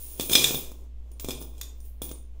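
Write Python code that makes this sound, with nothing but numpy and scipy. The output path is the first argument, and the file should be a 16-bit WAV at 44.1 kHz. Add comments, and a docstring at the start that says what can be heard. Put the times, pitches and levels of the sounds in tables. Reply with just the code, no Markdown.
"""Coins poured into a glass jar

Loose coins slide from a cloth pouch into a jar on a table: one big rush, then a few stragglers.
Landings and small contacts drive decaying modes of table, glass and coins, plus noise-burst cracks.
Single tones, from brief pings to longer rings, are beating sine pairs that flutter until damped.
A short noise-tail room, appliance hum, rumble and air surround it.
"""
import sys
import numpy as np
from scipy import signal
from scipy.fft import rfft, irfft
from scipy.io import wavfile

SR = 44100
rng = np.random.default_rng(int(sys.argv[2]) if len(sys.argv) > 2 else 0)


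def output_pcm(signal):
    """Save a mono or channel-first signal as 16-bit PCM at the path in sys.argv[1].

    Samples are clipped to [-1, 1] before scaling.
    """
    pcm = np.clip(np.atleast_2d(signal).T, -1, 1) * 32767
    wavfile.write(sys.argv[1], SR, np.round(pcm).astype(np.int16))


N = 105840


def amp(db):
    """Decibels to linear amplitude."""
    return 10 ** (np.asarray(db) / 20)


def rms_one(x):
    """Scales x to an RMS of 1."""
    return x / np.sqrt(np.mean(x ** 2) + 1e-20)


def in_time(rows):
    """Interpolates each column after the first over the scene's samples."""
    times_s, *columns = np.transpose(rows)
    return [np.interp(np.arange(N) / SR, times_s, column) for column in columns]


def coloured(x, points):
    """Filters x by a (frequency [Hz], gain [dB]) curve, linear over log frequency."""
    hz, db = np.transpose(points)
    f = np.maximum(np.fft.rfftfreq(len(x), 1 / SR), 1)
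    gain_db = np.interp(np.log(f), np.log(hz), db)
    return irfft(rfft(x) * amp(gain_db), len(x))


def bandpass(x, order, low_hz, high_hz):
    """Butterworth band-pass."""
    return signal.sosfilt(signal.butter(order, [low_hz, high_hz], "band", fs=SR, output="sos"), x)


def drift(rate_hz):
    """Smoothed random motion of RMS 1, slow or fast by its rate: noise through a double one-pole low-pass."""
    r = np.exp(-2 * np.pi * rate_hz / SR)
    # the first second settles the filter
    return rms_one(signal.lfilter([1], [1, -2 * r, r * r], rng.standard_normal(N + SR))[SR:])


# air noise spectrum: (frequency [Hz], gain [dB])
AIR_SPECTRUM = [(30, -4.5), (140, 1.5), (200, -19), (450, -8), (800, -19), (1500, -26), (2700, -22),
                (6000, -33), (15700, -43)]
AIR_DB = -65


def air():
    """Steady room air: coloured noise."""
    return amp(AIR_DB) * rms_one(coloured(rng.standard_normal(N), AIR_SPECTRUM))


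RUMBLE_DB, RUMBLE_LOW_HZ, RUMBLE_HIGH_HZ = -44.5, 3, 13.8


def rumble():
    """Subsonic rumble: band-passed noise."""
    low = bandpass(rng.standard_normal(N + SR), 3, RUMBLE_LOW_HZ, RUMBLE_HIGH_HZ)[SR:]
    return amp(RUMBLE_DB) * rms_one(low)


# appliance hum tones: (frequency [Hz], level [dB])
HUM_TONES = [(58.7, -39), (239.3, -65.5)]
# hum swell, added to the tone levels: (time [s], level [dB])
HUM_SWELL = [(0, -6.5), (.6, -7), (.9, -2.5), (2.4, -2.5)]
HUM_WAVER_DB, HUM_WAVER_HZ = .5, 2.9


def hum():
    """Appliance hum: low sines that swell once, each with its own slight waver in level."""
    t = np.arange(N) / SR
    swell_db, = in_time(HUM_SWELL)
    out = np.zeros(N)
    for hz, db in HUM_TONES:
        level_db = db + swell_db + HUM_WAVER_DB * drift(HUM_WAVER_HZ)
        out += np.sqrt(2) * amp(level_db) * np.sin(2 * np.pi * (hz * t + rng.random()))
    return out


# room decay by band: (lower edge [Hz], t60 [s])
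ROOM_BANDS = [(30, 0.39), (1500, 0.38), (9000, 0.28)]
ROOM_DB, ROOM_GAP_S = -6.5, .004


def room(x):
    """Dense echoes: convolution with a noise tail whose bands decay at their own rates."""
    t = np.arange(SR // 2) / SR
    edges_hz = [hz for hz, _ in ROOM_BANDS] + [.45 * SR]
    tail = np.zeros(len(t))
    for (low_hz, t60_s), high_hz in zip(ROOM_BANDS, edges_hz[1:]):
        tail += bandpass(rng.standard_normal(len(t)), 2, low_hz, high_hz) * amp(-60 * t / t60_s)
    tail *= t > ROOM_GAP_S
    return amp(ROOM_DB) * signal.fftconvolve(x, tail / np.sqrt(np.sum(tail ** 2)))[:N]


def ring(clicks, hz, t60_s):
    """Two-pole resonator: a unit click starts a decaying sine of height 1."""
    r, w = amp(-60 / (t60_s * SR)), 2 * np.pi * hz / SR
    return signal.lfilter([0, np.sin(w)], [1, -2 * r * np.cos(w), r * r], clicks + 1e-18)


def strikes(times_s, db):
    """One click per time."""
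    out = np.zeros(N)
    np.add.at(out, (np.asarray(times_s) * SR).astype(int), amp(db))
    return out


CHATTER_S = .003


def chatter(clicks):
    """Spreads each strike into a brief run of uneven touches, new for every call."""
    r = np.exp(-1 / (CHATTER_S * SR))
    envelope = signal.lfilter([np.sqrt(3 - 3 * r * r)], [1, -r], clicks + 1e-18)
    return rng.uniform(-1, 1, N) * envelope


STRIKE_SPREAD_DB = 2


def body(modes, times_s, landing_db, contacts, slither_db, split, chattered=True):
    """Modal body: landings hit each mode with random strength; small contacts drive it continuously."""
    luck_db = rng.normal(0, STRIKE_SPREAD_DB, (len(times_s), len(modes)))
    # scaled by the summed energy of the modes
    energy = sum(amp(2 * db) * t60_s for _, db, t60_s in modes) * SR / np.log(1e9)
    small = contacts * amp(slither_db) / np.sqrt(energy)
    out = np.zeros(N)
    for k, (hz, db, t60_s) in enumerate(modes):
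        blows = strikes(times_s, landing_db + luck_db[:, k])
        for side in (-1, 0, 1):   # each mode is a close trio
            hit = chatter(blows) if chattered else blows
            drive = hit / 2 + small * rng.uniform(-1, 1, N)
            out += amp(db) * ring(drive, hz * (1 + side * split), t60_s)
    return out


# table modes: (frequency [Hz], level [dB], t60 [s])
TABLE_MODES = [(140.4, -15.5, 0.19), (272.4, -15, 0.091), (352, -6.5, 0.047), (417, -7.5, 0.041),
               (512, -4, 0.014), (613, -1.5, 0.0076), (1041, 1, 0.0065), (1330, -6.5, 0.004)]
TABLE_SPLIT, THUD_LOW_HZ, THUD_HIGH_HZ = .005, 70, 844


def table_thuds(times_s, landing_db, contacts, slither_db):
    """Blunt thuds: landing clicks and small contacts ring the table modes, band-limited."""
    thud = body(TABLE_MODES, times_s, landing_db, contacts, slither_db, TABLE_SPLIT, chattered=False)
    return bandpass(thud, 2, THUD_LOW_HZ, THUD_HIGH_HZ)


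# glass modes: (frequency [Hz], level [dB], t60 [s])
GLASS_MODES = [(2430, -4, .045), (2700, -12, .012), (3260, -5, .025), (3375, -1, .026), (3605, -2, .03),
               (4180, -12, .02), (5150, -7, .032), (6050, -14, .032), (6750, -10, .022), (8190, -8, .03)]
GLASS_SPLIT = .005


def glass_ring(times_s, landing_db, contacts, slither_db):
    """Chattering strikes and small contacts ring the jar's short modes."""
    return body(GLASS_MODES, times_s, landing_db, contacts, slither_db, GLASS_SPLIT)


# coin modes: (frequency [Hz], level [dB], t60 [s])
COIN_MODES = [(9300, -13, .03), (9500, -15, .03), (10800, -6, .004), (12700, -17, .025), (13800, -6, .004),
              (15180, -12, .04), (15450, -10, .04), (15660, -10, .03)]
COIN_SPLIT = .007


def coin_ring(times_s, landing_db, contacts, slither_db):
    """Chattering strikes and small contacts ring the coins' high modes."""
    return body(COIN_MODES, times_s, landing_db, contacts, slither_db, COIN_SPLIT)


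# crack noise spectrum: (frequency [Hz], gain [dB])
CRACK_SPECTRUM = [(500, -37.5), (1000, -13.5), (2000, -16), (2600, -9.5), (4600, -8.5), (7000, -2.5),
                  (9000, -9), (15800, -6.5)]
CRACK_T60_S = .026


def cracks(times_s, landing_db, contacts, slither_db):
    """Each landing is a short decaying burst of bright noise; small contacts crackle."""
    r = amp(-60 / (CRACK_T60_S * SR))
    envelope = signal.lfilter([1], [1, -r], strikes(times_s, landing_db))
    bursts = envelope / np.e * rms_one(coloured(rng.standard_normal(N), CRACK_SPECTRUM))
    crackle = amp(slither_db) * rms_one(coloured(contacts, CRACK_SPECTRUM))
    return bursts + crackle


# single coin and glass tones, from brief pings to longer rings:
# (time [s], frequency [Hz], level [dB], time until damped [s])
SINGLE_TONES = [(.21, 9250, -42, .1), (.545, 11430, -35, .055), (.605, 11430, -43, .26),
                (.585, 12550, -50, .1), (1.125, 9200, -62, .06), (1.206, 9200, -50, .04),
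                (1.345, 9320, -50, .13), (1.614, 3600, -47, .18), (.39, 2425, -25, .035),
                (.4432, 3600, -9, .004), (.5533, 3610, -27, .004), (1.614, 6760, -48, .12),
                (1.805, 9200, -60, .16), (1.855, 11850, -62, .12), (1.89, 12700, -64, .1),
                (2.018, 9340, -46, .09), (2.035, 11900, -51, .06), (2.116, 9340, -46, .16),
                (.21, 15400, -36, .05), (.51, 15250, -30, .17), (1.206, 15240, -37, .04),
                (1.42, 15500, -52, .06), (1.75, 15250, -67, .15), (2.04, 15250, -51, .05),
                (2.116, 15500, -51, .05)]
TONE_T60_S, TONE_RISE_S = .3, .0015
DAMP_S = .008   # per 20 dB of extra fall
FLUTTER_DB, FLUTTER_HZ = 2.5, 70


def single_tones():
    """Beating sine pairs with a rough, random flutter in level, which decay, then are damped."""
    out, flutter_db = np.zeros(N), FLUTTER_DB * drift(FLUTTER_HZ)
    for k, (start_s, hz, db, length_s) in enumerate(SINGLE_TONES):
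        t = np.arange(N - int(start_s * SR)) / SR
        decay_db = -60 * t / TONE_T60_S
        damping_db = -20 * np.maximum(t - length_s, 0) / DAMP_S
        # a shifted stretch of the same flutter for each tone
        fall_db = decay_db + damping_db + np.roll(flutter_db, 7919 * k)[:len(t)]
        level = amp(db + np.maximum(fall_db, -200)) * (1 - np.exp(-t / TONE_RISE_S))
        partner = np.sin(2 * np.pi * (hz * 1.003 * t + rng.random()))
        out[N - len(t):] += level * (np.sin(2 * np.pi * hz * t) + .35 * partner)
    return out


CONTACTS_PER_S, CONTACT_SPREAD_DB = 3500, 2.5


def small_contacts():
    """Dense random clicks of uneven size and either sign, RMS 1."""
    size_db = CONTACT_SPREAD_DB * np.minimum(rng.exponential(1, N), 5)
    sizes = amp(size_db) * rng.choice([-1, 1], N)
    return rms_one(sizes * (rng.random(N) < CONTACTS_PER_S / SR))


# landings: (time [s], crack level [dB], table level [dB], glass level [dB], coin level [dB])
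LANDINGS = [(0.1971, -14.5, -26, -28, -33), (0.2086, -16, -47, -33, -25), (0.2963, -14, -32.5, -27.5, -41),
            (0.3127, -23, -29.5, -48, -34), (0.3313, -11, -36, -13, -11), (0.3528, 1, -21, 0.5, -34),
            (0.442, -3, -30.5, -9, -30), (0.5077, -42, -29, -53, -46), (0.5447, -19.5, -29, -27.5, -39),
            (0.7174, -36.5, -43, -69, -39), (1.1162, -42.5, -58, -89, -42.5),
            (1.1976, -23.5, -65.5, -44.5, -34.5), (1.2058, -32, -56, -64, -40),
            (1.2454, -24.5, -32.5, -37.5, -28), (1.286, -22, -29, -31, -27),
            (1.2939, -25.5, -35, -48, -43.5), (1.3066, -19, -41, -28.5, -37), (1.315, -25, -46.5, -46, -50),
            (1.416, -34, -42.5, -76, -54), (1.4237, -31, -47.5, -47, -38), (1.58, -40, -70, -55, -48.5),
            (1.6131, -17.5, -61, -38, -56.5), (1.632, -29, -65, -59.5, -63.5),
            (1.8033, -42, -65, -73, -54.5), (2.0181, -25.5, -34, -37.5, -23),
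            (2.0915, -32.5, -56.5, -43.5, -41.5), (2.114, -27, -40, -49.5, -37)]
# slither of small contacts: (time [s], crackle level [dB], table level [dB], glass level [dB], coin level [dB])
SLITHER = [(0, -52, -59.5, -97, -39.5), (.19, -54.5, -56, -61, -46.5), (.215, -33.5, -62, -63, -35),
           (.29, -56, -48, -52, -36), (.32, -27, -34, -33.5, -27), (.37, -28, -34.5, -29, -29),
           (.48, -28.5, -37, -40, -41), (.58, -46, -44.5, -41.5, -33), (.66, -50, -52, -64, -63.5),
           (.75, -67, -62, -72.5, -64), (.855, -70.5, -56.5, -81.5, -84.5), (.9, -87.5, -78.5, -85, -91),
           (1.05, -76.5, -64.5, -86, -89), (1.19, -73, -62.5, -84, -77), (1.25, -50.5, -51, -69.5, -48),
           (1.33, -43.5, -52, -51, -82), (1.41, -71, -48, -57.5, -42.5), (1.5, -76, -60, -69, -65.5),
           (1.6, -59.5, -58.5, -66, -72), (1.73, -85, -60.5, -75, -82.5), (1.865, -61.5, -69, -88.5, -53.5),
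           (1.93, -88, -71, -93.5, -77), (2.01, -86.5, -72, -94, -75), (2.03, -44.5, -51, -68, -34),
           (2.15, -71, -55, -72, -63.5), (2.26, -85, -78, -89, -86), (2.4, -73.5, -60.5, -84, -84)]
BRIGHT_FROM_HZ = 2700


def coins_in_jar():
    """Landings and slither excite glass, coins and table, and crack."""
    times_s, crack_db, thud_db, glass_db, coin_db = np.transpose(LANDINGS)
    slither_crackle_db, slither_table_db, slither_glass_db, slither_coin_db = in_time(SLITHER)
    contacts = small_contacts()
    bright = glass_ring(times_s, glass_db, contacts, slither_glass_db)
    bright += coin_ring(times_s, coin_db, contacts, slither_coin_db)
    bright = signal.sosfilt(signal.butter(4, BRIGHT_FROM_HZ, "high", fs=SR, output="sos"), bright)
    thuds = table_thuds(times_s, thud_db, contacts, slither_table_db)
    return bright - thuds + cracks(times_s, crack_db, contacts, slither_crackle_db)


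TONES_TO_ROOM = .25   # share of the single tones sent to the room


def scene():
    """Jar and single tones, dry and through the room, over hum, rumble and air."""
    jar, tones = coins_in_jar(), single_tones()
    echoes = room(jar + TONES_TO_ROOM * tones)
    background = hum() + rumble() + air()
    return (jar + tones + echoes + background)[None]


TOP, CUTOFF_HZ = .52, 16000


def record(dry):
    """Rounds the peaks with tanh, then cuts the treble steeply."""
    rounded = TOP * np.tanh(dry / TOP)
    return signal.sosfilt(signal.cheby2(20, 60, CUTOFF_HZ, fs=SR, output="sos"), rounded)


dry = scene()
out = record(dry)
output_pcm(out)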